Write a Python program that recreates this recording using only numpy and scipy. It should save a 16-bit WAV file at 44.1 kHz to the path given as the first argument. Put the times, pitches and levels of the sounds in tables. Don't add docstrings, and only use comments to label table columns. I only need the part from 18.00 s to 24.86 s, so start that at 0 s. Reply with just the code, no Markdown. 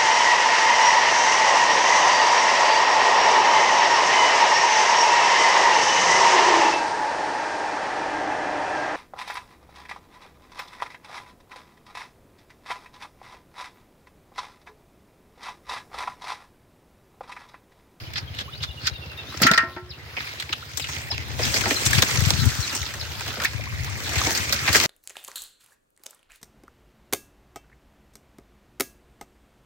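import sys
import numpy as np
from scipy import signal
from scipy.io import wavfile

SR = 44100
rng = np.random.default_rng(int(sys.argv[2]) if len(sys.argv) > 2 else 0)


def int16_out(signal):
    q = np.round(np.clip(np.atleast_2d(signal).T, -1, 1) * 32767)
    wavfile.write(sys.argv[1], SR, q.astype(np.int16))


N = 302614

# time in seconds, then rustle, crisp band and wet low band levels in dB.
RUSTLE = [(0.0, -43, -62, -48), (0.19, -45.5, -69, -49.5), (0.67, -47, -66, -51), (1.2, -44, -67, -45.5),
          (1.45, -37.5, -49, -49), (1.57, -57, -67, -50), (1.7, -45, -67, -46.5), (1.83, -54, -72, -55.5),
          (2.06, -46, -62, -49.5), (2.27, -37, -54.5, -51), (2.41, -43, -56, -50.5),
          (2.56, -43.5, -60, -50.5), (2.75, -44.5, -53, -54), (2.94, -37, -42, -47),
          (3.15, -43, -56.5, -47), (3.36, -38.5, -49.5, -42.5), (3.44, -27.5, -33.5, -36),
          (3.57, -31, -34, -40), (4.11, -27.5, -33.5, -36.5), (4.7, -33.5, -40, -44.5),
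          (4.99, -38.5, -47, -46.5), (5.31, -36, -46.5, -43), (5.66, -41.5, -52, -50),
          (5.96, -37.5, -46, -42.5), (6.27, -27.5, -31.5, -36.5), (6.51, -33, -40.5, -41),
          (6.69, -30.5, -35, -42.5), (6.86, -21.5, -28, -27.5)]
# frequency in Hz, relative level per Hz in dB.
STEM_TONE = [(170, -3.5), (360, -4.5), (600, -6.5), (900, -7.5), (1470, -5), (1800, -5), (3100, -7.5),
             (4200, -7), (6000, -9.5), (7600, -15), (9500, -16), (12000, -14.5), (15000, -11.5)]
# time in seconds, level in dB, strongest pitch in Hz, relative crisp part in dB,
# left over right in dB, 60 dB decay time in seconds, relative low part in dB.
SNAPS = [(0.135, -21.5, 2310, -14, 0, 0.039, -32), (0.1575, -14.5, 3800, -29, 1, 0.07, -38),
         (0.3476, -25, 2500, -20, -1.0, 0.042, -26), (0.387, -18, 3470, -17, -1.0, 0.045, -31),
         (0.6075, -28, 2900, -22, 2, 0.045, -16), (0.6305, -23, 4200, -23, 11, 0.045, -29),
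         (0.8699, -10.5, 5400, -17, 10, 0.058, -45), (0.8745, -7, 4390, -27, -6, 0.041, -44),
         (1.3402, -24.5, 1400, -32, -3, 0.033, -9), (1.373, -20.5, 5580, -16, 5, 0.041, -26),
         (1.4006, -20.5, 1900, -20, -1, 0.045, -12), (1.419, -8.5, 1440, -1, 0.5, 0.045, -12),
         (1.4666, -1, 1410, -17, -2, 0.076, -29), (1.5144, 1, 1480, -15, 2, 0.028, -22.5),
         (1.5354, -3, 1760, -28, -2, 0.036, -30), (1.5773, -3, 1550, -23, 1, 0.045, -41),
         (1.7626, -32, 1410, -32, 0.0, 0.049, -6), (2.167, -17.5, 2140, -36, -1, 0.14, -18.5),
         (2.2044, -13.5, 2160, -31, -3, 0.036, -26), (2.3992, -14, 3620, -16.5, -2.5, 0.068, -31),
         (2.4238, -16.5, 2450, -16, 3, 0.039, -36), (2.492, -20, 2330, -24, -1.5, 0.072, -18.5),
         (2.5292, -20, 2580, -24, -8, 0.036, -34), (2.7147, -30, 2360, -15, -1.0, 0.045, -23),
         (2.7347, -27, 5890, -18, 0.5, 0.045, -16), (2.7726, -19.5, 3850, -1, 12, 0.053, -19),
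         (2.797, -22.5, 2640, -9, 3, 0.11, -21), (2.8422, -15, 2540, -22, 2, 0.072, -34),
         (2.8868, -19.5, 2380, -13, -2, 0.072, -22), (2.965, -18, 2380, -21, -7, 0.032, -25),
         (3.1155, -14, 4580, -24, 0, 0.11, -23), (3.1786, -21, 2370, -19, -1.5, 0.038, -13.5),
         (3.3029, -27.5, 2420, -21, -9, 0.045, -9), (3.3907, -14, 2090, -17, 0.5, 0.082, -10),
         (3.4266, -23, 5060, -21, 0, 0.041, -22), (3.4545, -13, 2430, -15, 4, 0.045, -22),
         (3.5415, -12.5, 4580, -11, 0.0, 0.14, -15), (3.5604, -13, 2280, -13, -2, 0.14, -16.5),
         (3.6105, -11, 2110, -12, 4, 0.049, -19), (3.637, -12.5, 1420, -17, 0.5, 0.049, -14),
         (3.6561, -10.5, 1920, -24, 1.0, 0.056, -8.5), (3.707, -8.5, 2050, -14, -2.5, 0.11, -16.5),
         (3.8625, -6.5, 5940, -22, -14, 0.037, -30), (3.908, -11, 2410, -6, -3, 0.05, -22),
         (3.9305, -4.5, 1810, -9, 4, 0.045, -24), (3.9834, -8.5, 4650, -20, -6, 0.045, -19),
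         (4.0215, -2.5, 3400, -10.5, 1, 0.061, -19), (4.3049, -8.5, 3900, -8, -3.5, 0.035, -21.5),
         (4.4553, -25.5, 1610, 6.5, 1.0, 0.042, -26), (4.604, -22, 5820, -5.5, 6, 0.11, -31),
         (4.7264, -19, 1490, -11, 0, 0.13, -14.5), (4.7496, -17.5, 2270, -1, -1, 0.1, -16),
         (4.8289, -17, 2060, -18, -3, 0.031, -26), (4.8628, -15.5, 4220, -21, -3, 0.043, -23),
         (4.8888, -21, 2070, -22, 0.5, 0.038, -25), (4.9385, -16.5, 1580, -9.5, -0.5, 0.027, -23),
         (5.2078, -17, 1350, -16, 1, 0.041, -19), (5.2787, -15.5, 3180, -15, 1, 0.093, -21),
         (5.303, -17, 3240, -23, -7, 0.045, -26), (5.3693, -23.5, 1240, -30, -1, 0.068, -2.5),
         (5.3991, -16, 1270, -22, 1.5, 0.096, -19), (5.4185, -12.5, 1320, -13, 0, 0.058, -21),
         (5.4373, -11.5, 6860, -20, 0, 0.049, -21), (5.453, -10.5, 2080, -20, -1, 0.11, -37),
         (5.6378, -22.5, 2070, -16, 2, 0.054, -20), (5.844, -22, 1700, -8.5, -6, 0.041, -25),
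         (6.0926, -21, 2870, -5, 2, 0.045, -26), (6.134, -15, 1950, -11, 1.0, 0.058, -24),
         (6.1567, -12, 2200, -13, -1.0, 0.13, -19), (6.182, -11, 2090, -15, -2, 0.14, -22),
         (6.2656, -22, 2140, -23, -3, 0.045, 3), (6.2951, -25, 1620, -15, -3, 0.037, -10),
         (6.3145, -20, 5470, -4, -1, 0.045, -14), (6.3493, -14, 4720, -9, -2, 0.12, -25),
         (6.3749, -10.5, 5720, -9, 5, 0.045, -25), (6.4965, -17.5, 1340, -15, 7, 0.045, -13),
         (6.5252, -6, 4450, -9, -2, 0.078, -22.5), (6.6528, -18, 1710, -13, 4, 0.045, -22),
         (6.6776, -3, 2210, -20, 0.0, 0.078, -23), (6.7291, -8.5, 4200, -4, -4, 0.061, -19),
         (6.7471, -1, 1730, -21, -1, 0.12, -22), (6.8006, -7, 4660, -10, 5, 0.027, -27)]
# as for a snap, then swell time in seconds.
SLAPS = [(0.181, -11.5, 4680, -27, -2, 0.069, -31, 0.014), (0.413, -19, 3650, -22, 0, 0.06, -21, 0.028),
         (0.637, -13.5, 3750, -20.5, -2.5, 0.066, -31, 0.0091),
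         (0.877, -11, 4350, -23, -2, .064, -45, 0.02), (1.433, -1, 5130, -23.5, 0, 0.11, -25, 0.0066),
         (1.54, -18, 4630, -18.5, 3, 0.25, -26, 0.032), (2.529, -6, 3030, -21.5, 1, 0.038, -34, 0.0026),
         (3.862, -11, 6800, -7, 4.5, 0.079, -39, 0.0061), (3.95, -10.5, 3450, -11, -5, 0.11, -23, .01),
         (3.989, -9.5, 2250, -11, 7, 0.041, -34, 0.015), (5.448, -15, 2040, -1.2, 5, 0.034, -23, 0.0076),
         (6.69, -8, 1823, -28, 0, 0.087, -20, 0.02), (6.766, -6, 5250, -7, 1, .087, -27, 0.018)]
# frequency in Hz, share of power heard alike by both ports.
LIKENESS = [(200, 0.97), (600, 0.76), (1500, 0.39), (4000, 0.058), (12000, 0.13)]
# time in seconds, lag of the left port in samples.
LEFT_LAG = [(0, -15), (1, -13.5), (1.5, 6.5), (2.5, -15.5), (3.2, -19.5), (4, -8.5), (5.3, 4.5),
            (6.1, -32.5), (6.86, 5)]
# time in seconds, level in dB.
WIND = [(0, -42), (1, -60), (2.6, -64), (3.1, -43), (3.45, -31), (3.75, -44), (3.95, -30), (4.1, -33),
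        (4.25, -31), (4.45, -27), (4.65, -49), (5.2, -44), (5.5, -44), (5.6, -33.5), (5.85, -38),
        (6.2, -37.5), (6.86, -47)]
# start in seconds, level in dB.
EDDIES = [(0.68, -27), (0.913, -20.5), (3.335, -34), (3.418, -27), (3.863, -10.5), (3.953, -14),
          (3.978, -5.5), (4.182, -7), (4.219, -8), (4.267, -5), (4.332, -8), (4.387, -9.5), (4.418, -9),
          (4.465, -13.5), (4.587, -12.5), (4.81, -19.5), (5.546, -16), (5.723, -18.5), (5.8, -20),
          (6.168, -17), (6.691, -17)]
# time in seconds, level in dB.
ENGINE = [(0, -40), (1.2, -39.5), (1.7, -41.5), (2.2, -46.5), (3, -39), (4.5, -44), (6.86, -36.5)]
# pitch in Hz, nominal width in Hz, relative level in dB.
EXHAUST_MODES = [(83.4, 35, -0.5), (102.5, 19, -3), (134, 29, -3)]
# start in seconds, first and last pitch in Hz, seconds held, level in dB.
TWITTER = [(0.038, 3090, 2880, 0.055, -43), (0.272, 3210, 3200, 0.022, -41), (.385, 3200, 3120, 0.028, -42),
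           (0.507, 3420, 3600, .036, -46), (0.53, 3520, 5370, 0.074, -38.5),
           (0.669, 3590, 3420, 0.036, -40), (0.708, 3950, 3400, 0.023, -41),
           (0.803, 4500, 4100, 0.026, -39), (0.91, 3740, 4860, 0.053, -43), (0.94, 3880, 3400, .063, -41),
           (1.024, 3620, 3380, .015, -40), (1.174, 3660, 3660, 0.028, -38),
           (1.196, 3730, 3400, 0.018, -36.5), (1.262, 3530, 4300, 0.091, -41.5),
           (1.986, 2030, 2020, 0.041, -41.5), (3.191, 2024, 2030, .038, -34),
           (3.757, 4300, 3920, 0.022, -22), (4.36, 4380, 3700, 0.095, -32), (4.625, 4350, 3740, .03, -26.5)]
# start in seconds, level in dB.
CALLS = [(1.89, -46), (2.185, -49), (2.502, -42.5), (2.801, -39.5), (3.098, -34), (3.419, -32.5),
         (3.733, -36), (4.681, -36.5), (4.991, -39)]
# seconds into the call, pitch in Hz, relative level in dB.
CALL_SHAPE = [(0, 5297, 0.5), (.014, 5100, 11.5), (0.024, 3977, 10.5), (.032, 3184, -2), (.05, 2550, 4),
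              (.068, 3140, -7)]
# start in seconds, first pitch in Hz, length in seconds, level in dB.
BUBBLES = [(0.478, 990, 0.031, -39.5), (2.626, 1250, 0.01, -33), (2.797, 600, 0.0023, -29),
           (2.889, 800, 0.0084, -33), (3.104, 586, 0.039, -35.5), (3.176, 2070, .01, -33),
           (5.39, 440, 0.0091, -32), (5.414, 1245, 0.04, -28), (5.45, 1680, 0.0079, -13.5),
           (5.594, 450, .012, -34), (5.669, 940, 0.013, -34), (5.875, 880, .04, -38),
           (6.215, 1070, 0.0057, -17), (6.261, 2040, 0.015, -19.5)]
# time in seconds, level in dB.
TRICKLE = [(0, -54), (1.9, -54), (2.27, -27.5), (2.6, -55), (2.98, -26), (3.4, -46), (4.09, -19),
           (4.5, -48), (5.0, -44), (5.71, -29.5), (6.25, -27.5), (6.86, -19)]
# start in seconds, level in dB, low mode boost in dB,
# contact time in seconds, thud pitch in Hz, thud level in dB.
FISH_BLOWS = [(1.416, -17.5, -7, 0.01, 197, -8.5), (1.434, -39, -13, .004, 142, -11.5),
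              (1.451, -34, 9, 0.0036, 252, -4.5), (1.465, -11.5, -9, 0.0024, 200, -26),
              (1.51, -33.5, 11.5, 0.0045, 186, -7.5), (1.54, -24.5, -7, 0.0049, 200, -39),
              (1.577, -12.5, -15, 0.0079, 250, -44), (1.632, -37.5, 7.5, 0.0054, 268, -18),
              (1.765, -37, 8, 0.0026, 200, -44), (3.659, -27.5, 9, 0.011, 390, -21),
              (3.699, -39, 10, 0.0015, 295, -19), (6.275, -37, 18, 0.009, 380, -20)]
# pitch in Hz, relative level in dB, 60 dB decay time in seconds.
BASIN_MODES = [(360, -8.5, 0.5), (634, -14, 0.12), (666, -5, 0.15), (810, -6, 0.13), (910, -3.5, 0.14),
               (1060, -15.5, 0.56), (1343, -1, 0.27), (1320, -30, 0.2), (1440, -10, 0.29),
               (1849, -2.5, 0.24), (1900, -25, .1), (1915, -8, 0.13)]

CRISP_FROM_HZ, FINE_FROM_HZ = 4490, 8700


def amp(db):
    return np.exp(np.asarray(db) * np.log(10) / 20)


def rms_one(x):
    return x / np.sqrt(np.mean(x ** 2) + 1e-20)


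def in_time(rows):
    s, *columns = np.transpose(rows)
    return [np.interp(np.arange(N) / SR, s, c) for c in columns]


def at_hz(points, hz):
    freqs, values = np.transpose(points)
    return np.interp(np.log(hz), np.log(freqs), values)


def bandpass(x, order, edges_hz):
    return signal.sosfilt(signal.butter(order, edges_hz, "band", fs=SR, output="sos"), x)


def drift(hz):
    r = np.exp(-80 * np.pi * hz / SR)
    slow = signal.lfilter([1], [1, -2 * r, r * r], rng.standard_normal(N // 40 + 2002))[2000:]
    return np.interp(np.arange(N) / 40, np.arange(len(slow)), rms_one(slow))


def resonate(x, hz, t60):
    r, w = amp(-60 / (t60 * SR)), 2 * np.pi * hz / SR
    return signal.lfilter([0, np.sin(w)], [1, -2 * r * np.cos(w), r * r], x + 1e-18)


def glide(start_hz, end_hz, length, attack):
    u = np.arange(round(length * SR)) / (length * SR)
    phase = 2 * np.pi * np.cumsum(start_hz + (end_hz - start_hz) * u) / SR
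    return np.sin(phase) * np.minimum(u / attack, 1) * np.minimum(2 * (1 - u) / (1 - attack), 1)


def add(out, s, sound):
    i = max(round(s * SR), 0)
    out[..., i:i + sound.shape[-1]] += sound[..., :N - i]


def pan_power(side_db):
    return amp([side_db, -side_db])


def crackle(per_s, spread_db, t60):
    kicks = (rng.random(N) < per_s / SR) * amp(2 * spread_db * np.minimum(rng.exponential(1, N), 4))
    power = signal.lfilter([1], [1, -amp(-120 / (t60 * SR))], kicks + 1e-18)
    return power / power.mean()


def plants():
    level_db, crisp_db, wet_db = in_time(RUSTLE)
    fine_db = -42 + 0.8 * (level_db + 33) + 0.18 * (crisp_db + 46)
    wander = pan_power(drift(8))
    busy = np.clip((level_db + 73.5) / 18, .1, 1)
    broad, *regional = [crackle(120 * amp(2.8 * drift(5.7)), spread_db=4.5, t60=0.023) for _ in range(5)]
    inner = crackle(500, spread_db=5, t60=0.0064)
    breaks = stem_breaks(level_db, crisp_db)
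    colours = rng.normal(0, 2.2, (len(breaks), 20))
    white = rng.standard_normal((2, 3, N))
    lagged = np.clip(np.arange(N) + np.round(in_time(LEFT_LAG)[0]).astype(int), 0, N - 1)
    edges = FINE_FROM_HZ * 2 ** (np.arange(-16, 4) * .35)
    mids_db = 10 * np.log10(np.sum(amp(2 * at_hz(STEM_TONE, np.arange(1200, 5500, 10)))) * 10)
    out = np.zeros((2, N))
    for k, (low, high) in enumerate(zip(edges, edges[1:])):
        hz = np.sqrt(low * high)
        tone_db = at_hz(STEM_TONE, hz) - mids_db
        wet = np.clip(np.log2(1400 / hz), 0, 1)
        fine = float(hz > FINE_FROM_HZ)
        crisp = np.clip(np.log2(hz / CRISP_FROM_HZ) / 0.58, 0, 1) * (1 - fine)
        rustle_db = level_db + wet * (wet_db - level_db + 4.5) + crisp * (crisp_db - level_db + 8.5)
        rustle_db += fine * (fine_db - level_db)
        grains = 1 + 0.24 * busy * (0.48 * broad + 0.82 * regional[k // 5] - 1)
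        rustle = amp(2 * (tone_db + rustle_db + 2.03 * drift(16.5))) * grains
        hits = np.zeros((2, N))
        for (db, top_hz, crisp_rel_db, low_rel_db, start, shape), colour_db in zip(breaks, colours):
            bump_db = 10 * np.exp(-(np.log2(hz / top_hz) / 0.29) ** 2)
            eq_db = wet * (low_rel_db + 18) + crisp * (crisp_rel_db + 15)
            eq_db += fine * (1.07 * (crisp_rel_db + 14) - 7.5)
            add(hits, start, amp(2 * (tone_db + db - 12 + bump_db + eq_db + colour_db[k])) * shape)
        directional = hz > 1000
        power = rustle * (wander if directional else 1) + hits * (0.51 + 0.19 * inner)
        both, left, right = white[k % 2]
        shared = np.array([both, both[lagged] if directional else both])
        alike = at_hz(LIKENESS, hz)
        noise = np.sqrt(alike) * shared + np.sqrt(1 - alike) * np.array([left, right])
        order = 8 if 7000 < hz < FINE_FROM_HZ else 3
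        out += bandpass(noise * np.sqrt(power * SR / 2), order, [low, high])
    return out


def burst(s, side_db, t60, swell=0.00098, crack_t60=0.0055):
    t = np.arange(-4 * swell, t60, 1 / SR)
    body = np.exp(np.where(t < 0, 2 * t / swell, -6 * np.log(10) * t / t60))
    crack = (t >= 0) * amp(-120 * np.abs(t) / crack_t60)
    return s + t[0], (body + crack) * pan_power(side_db)[:, None]


def stem_breaks(level_db, crisp_db, small_count=45, small_t60=0.016, small_low_db=-13):
    small = []
    for when, pitch, size, side in rng.random((small_count, 4)):
        i = int(when * N)
        db, hz = level_db[i] + 11.5 - size, 1400 * 4 ** pitch
        small.append((i / SR, db, hz, crisp_db[i] - level_db[i], 8 * (side - .5), small_t60, small_low_db))
    return [(db, hz, crisp, low, *burst(s, side_db, t60, *swell))
            for s, db, hz, crisp, side_db, t60, low, *swell in [*SNAPS, *small, *SLAPS]]


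def wind():
    left_db, = in_time(WIND)
    right_db = -45.5 + 0.46 * (left_db + 40)
    gust = rng.standard_normal((2, N)) * amp(3 * np.array([drift(15), drift(15)]))
    body = rms_one(bandpass(gust, 3, [66, 130]))
    edge = rms_one(bandpass(gust, 2, [130, 240])) * amp(.5 * left_db + 7)
    thumps, t = np.zeros(N), np.arange(SR // 10) / SR
    for s, db in EDDIES:
        cycles = t * (102.6 + 2.5 * (db + 17))
        thump = cycles * np.exp(-1.3 * cycles) * np.sin(2 * np.pi * cycles * (1.15 - 0.12 * cycles))
        add(thumps, s, amp(db + 10.5) * thump * rng.choice([-1, 1]))
    return amp([left_db + 6.5, right_db + 6.5]) * (body + edge) + thumps * amp([[0], [-18]])


def engine(firings_per_s=13.13):
    level_db, = in_time(ENGINE)
    cycle = (np.arange(N) * firings_per_s / SR + 0.147) % 1
    firing = np.diff(cycle, prepend=0) < 0
    puffs = np.exp(-cycle / 0.23) * (0.48 * rng.standard_normal(N) + 60 * firing)
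    puffs *= amp(2.7 * drift(6.4))
    pipe = sum(amp(db) * rms_one(resonate(puffs, hz, 5.2 / width)) for hz, width, db in EXHAUST_MODES)
    return amp(level_db) * rms_one(bandpass(pipe, 6, [58, 172]))


def birds(pipe_count=10, pipe_every_s=0.0822):
    out = np.zeros(N)
    for s, start_hz, end_hz, length, db in TWITTER:
        add(out, s, amp(db) * glide(start_hz, end_hz, length, attack=0.069))
    for since in pipe_every_s * np.arange(pipe_count):
        hz = 3035 - 397 * since
        add(out, 0.438 + since, amp(-39) * glide(hz, hz - 169, length=0.042, attack=0.039))
    at, hz, shape_db = np.transpose(CALL_SHAPE)
    t = np.arange(0, at[-1], 1 / SR)
    phase = 2 * np.pi * np.cumsum(np.interp(t, at, hz)) / SR
    call = np.sin(phase) * amp(np.interp(t, at, shape_db)) * np.minimum(t * 300, 1)
    for s, db in CALLS:
        add(out, s, amp(db) * call)
    return out * (1 + .5 * drift(120))


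def leaf_scatter(song):
    t = np.arange(SR // 3) / SR
    decay = amp(-25) * np.exp(-t / .008) + amp(-43) * np.exp(-t / .07)
    echoes = rng.standard_normal((2, len(t))) * decay
    direct = .33 * np.array([song, np.roll(song, -12)])
    return direct + signal.fftconvolve(song[None], echoes, axes=1)[:, :N]


def water(trickle_hz=2073, trickle_count=2200):
    out, trickle_db = np.zeros(N), in_time(TRICKLE)[0]
    for s, hz, length, db in BUBBLES:
        rise_hz = 226 + 9700 * length
        add(out, s, amp(db) * glide(hz, hz + rise_hz, length, attack=0.04))
    for when, pitch, detune, size in rng.random((trickle_count, 4)):
        hz = trickle_hz * 2 ** (.4 * (pitch + detune - 1))
        db = trickle_db[int(when * N)] - 11 + 8 * size
        add(out, when * N / SR, amp(db) * glide(hz, 1.12 * hz, length=8 / hz, attack=.15))
    return np.array([out, np.roll(out, -6)])


def basin_ring():
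    out, t = np.zeros(N), np.arange(SR // 20) / SR
    touches = rng.standard_normal((len(FISH_BLOWS), len(t)))
    colours = rng.normal(0, 2.4, (len(FISH_BLOWS), len(BASIN_MODES)))
    for k, (hz, mode_db, t60) in enumerate(BASIN_MODES):
        force = np.zeros(N)
        for (s, db, low_db, contact, *_), noise, colour_db in zip(FISH_BLOWS, touches, colours):
            push = noise * np.exp(-t / contact) / np.sqrt(contact * SR)
            add(force, s, amp(db + mode_db + low_db * (hz < 1150) + colour_db[k]) * push)
        out += resonate(force, hz, t60)
    return out


def fish_thuds(decay_cycles=7.6):
    out, t = np.zeros(N), np.arange(SR // 3) / SR
    for s, *_, hz, db in FISH_BLOWS:
        envelope = amp(db - 60 * t * hz / decay_cycles) * (1 - np.exp(-3 * t * hz))
        add(out, s, envelope * np.sin(2 * np.pi * hz * t))
    return out


def basin_clatter(band_hz=(1330, 2090), t60=0.16):
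    envelope, t = np.zeros(N), np.arange(SR // 3) / SR
    for s, db, _, contact, *_ in FISH_BLOWS:
        add(envelope, s, amp(db + 2.5 - 60 * t / t60) * (1 - np.exp(-t / contact)))
    return envelope * rms_one(bandpass(rng.standard_normal((2, N)), 2, band_hz))


def scene():
    close = plants() + basin_ring() + fish_thuds() + basin_clatter() + water()
    return close + leaf_scatter(birds()) + engine() + wind()


def record(dry, low_cut_hz=54, high_cut_hz=15900):
    bass_cut = signal.sosfilt(signal.butter(4, low_cut_hz, "high", fs=SR, output="sos"), dry)
    rounded = .95 * np.tanh(bass_cut / .95)
    return signal.sosfilt(signal.ellip(10, .5, 75, high_cut_hz, fs=SR, output="sos"), rounded)


dry = scene()
out = record(dry)
int16_out(out)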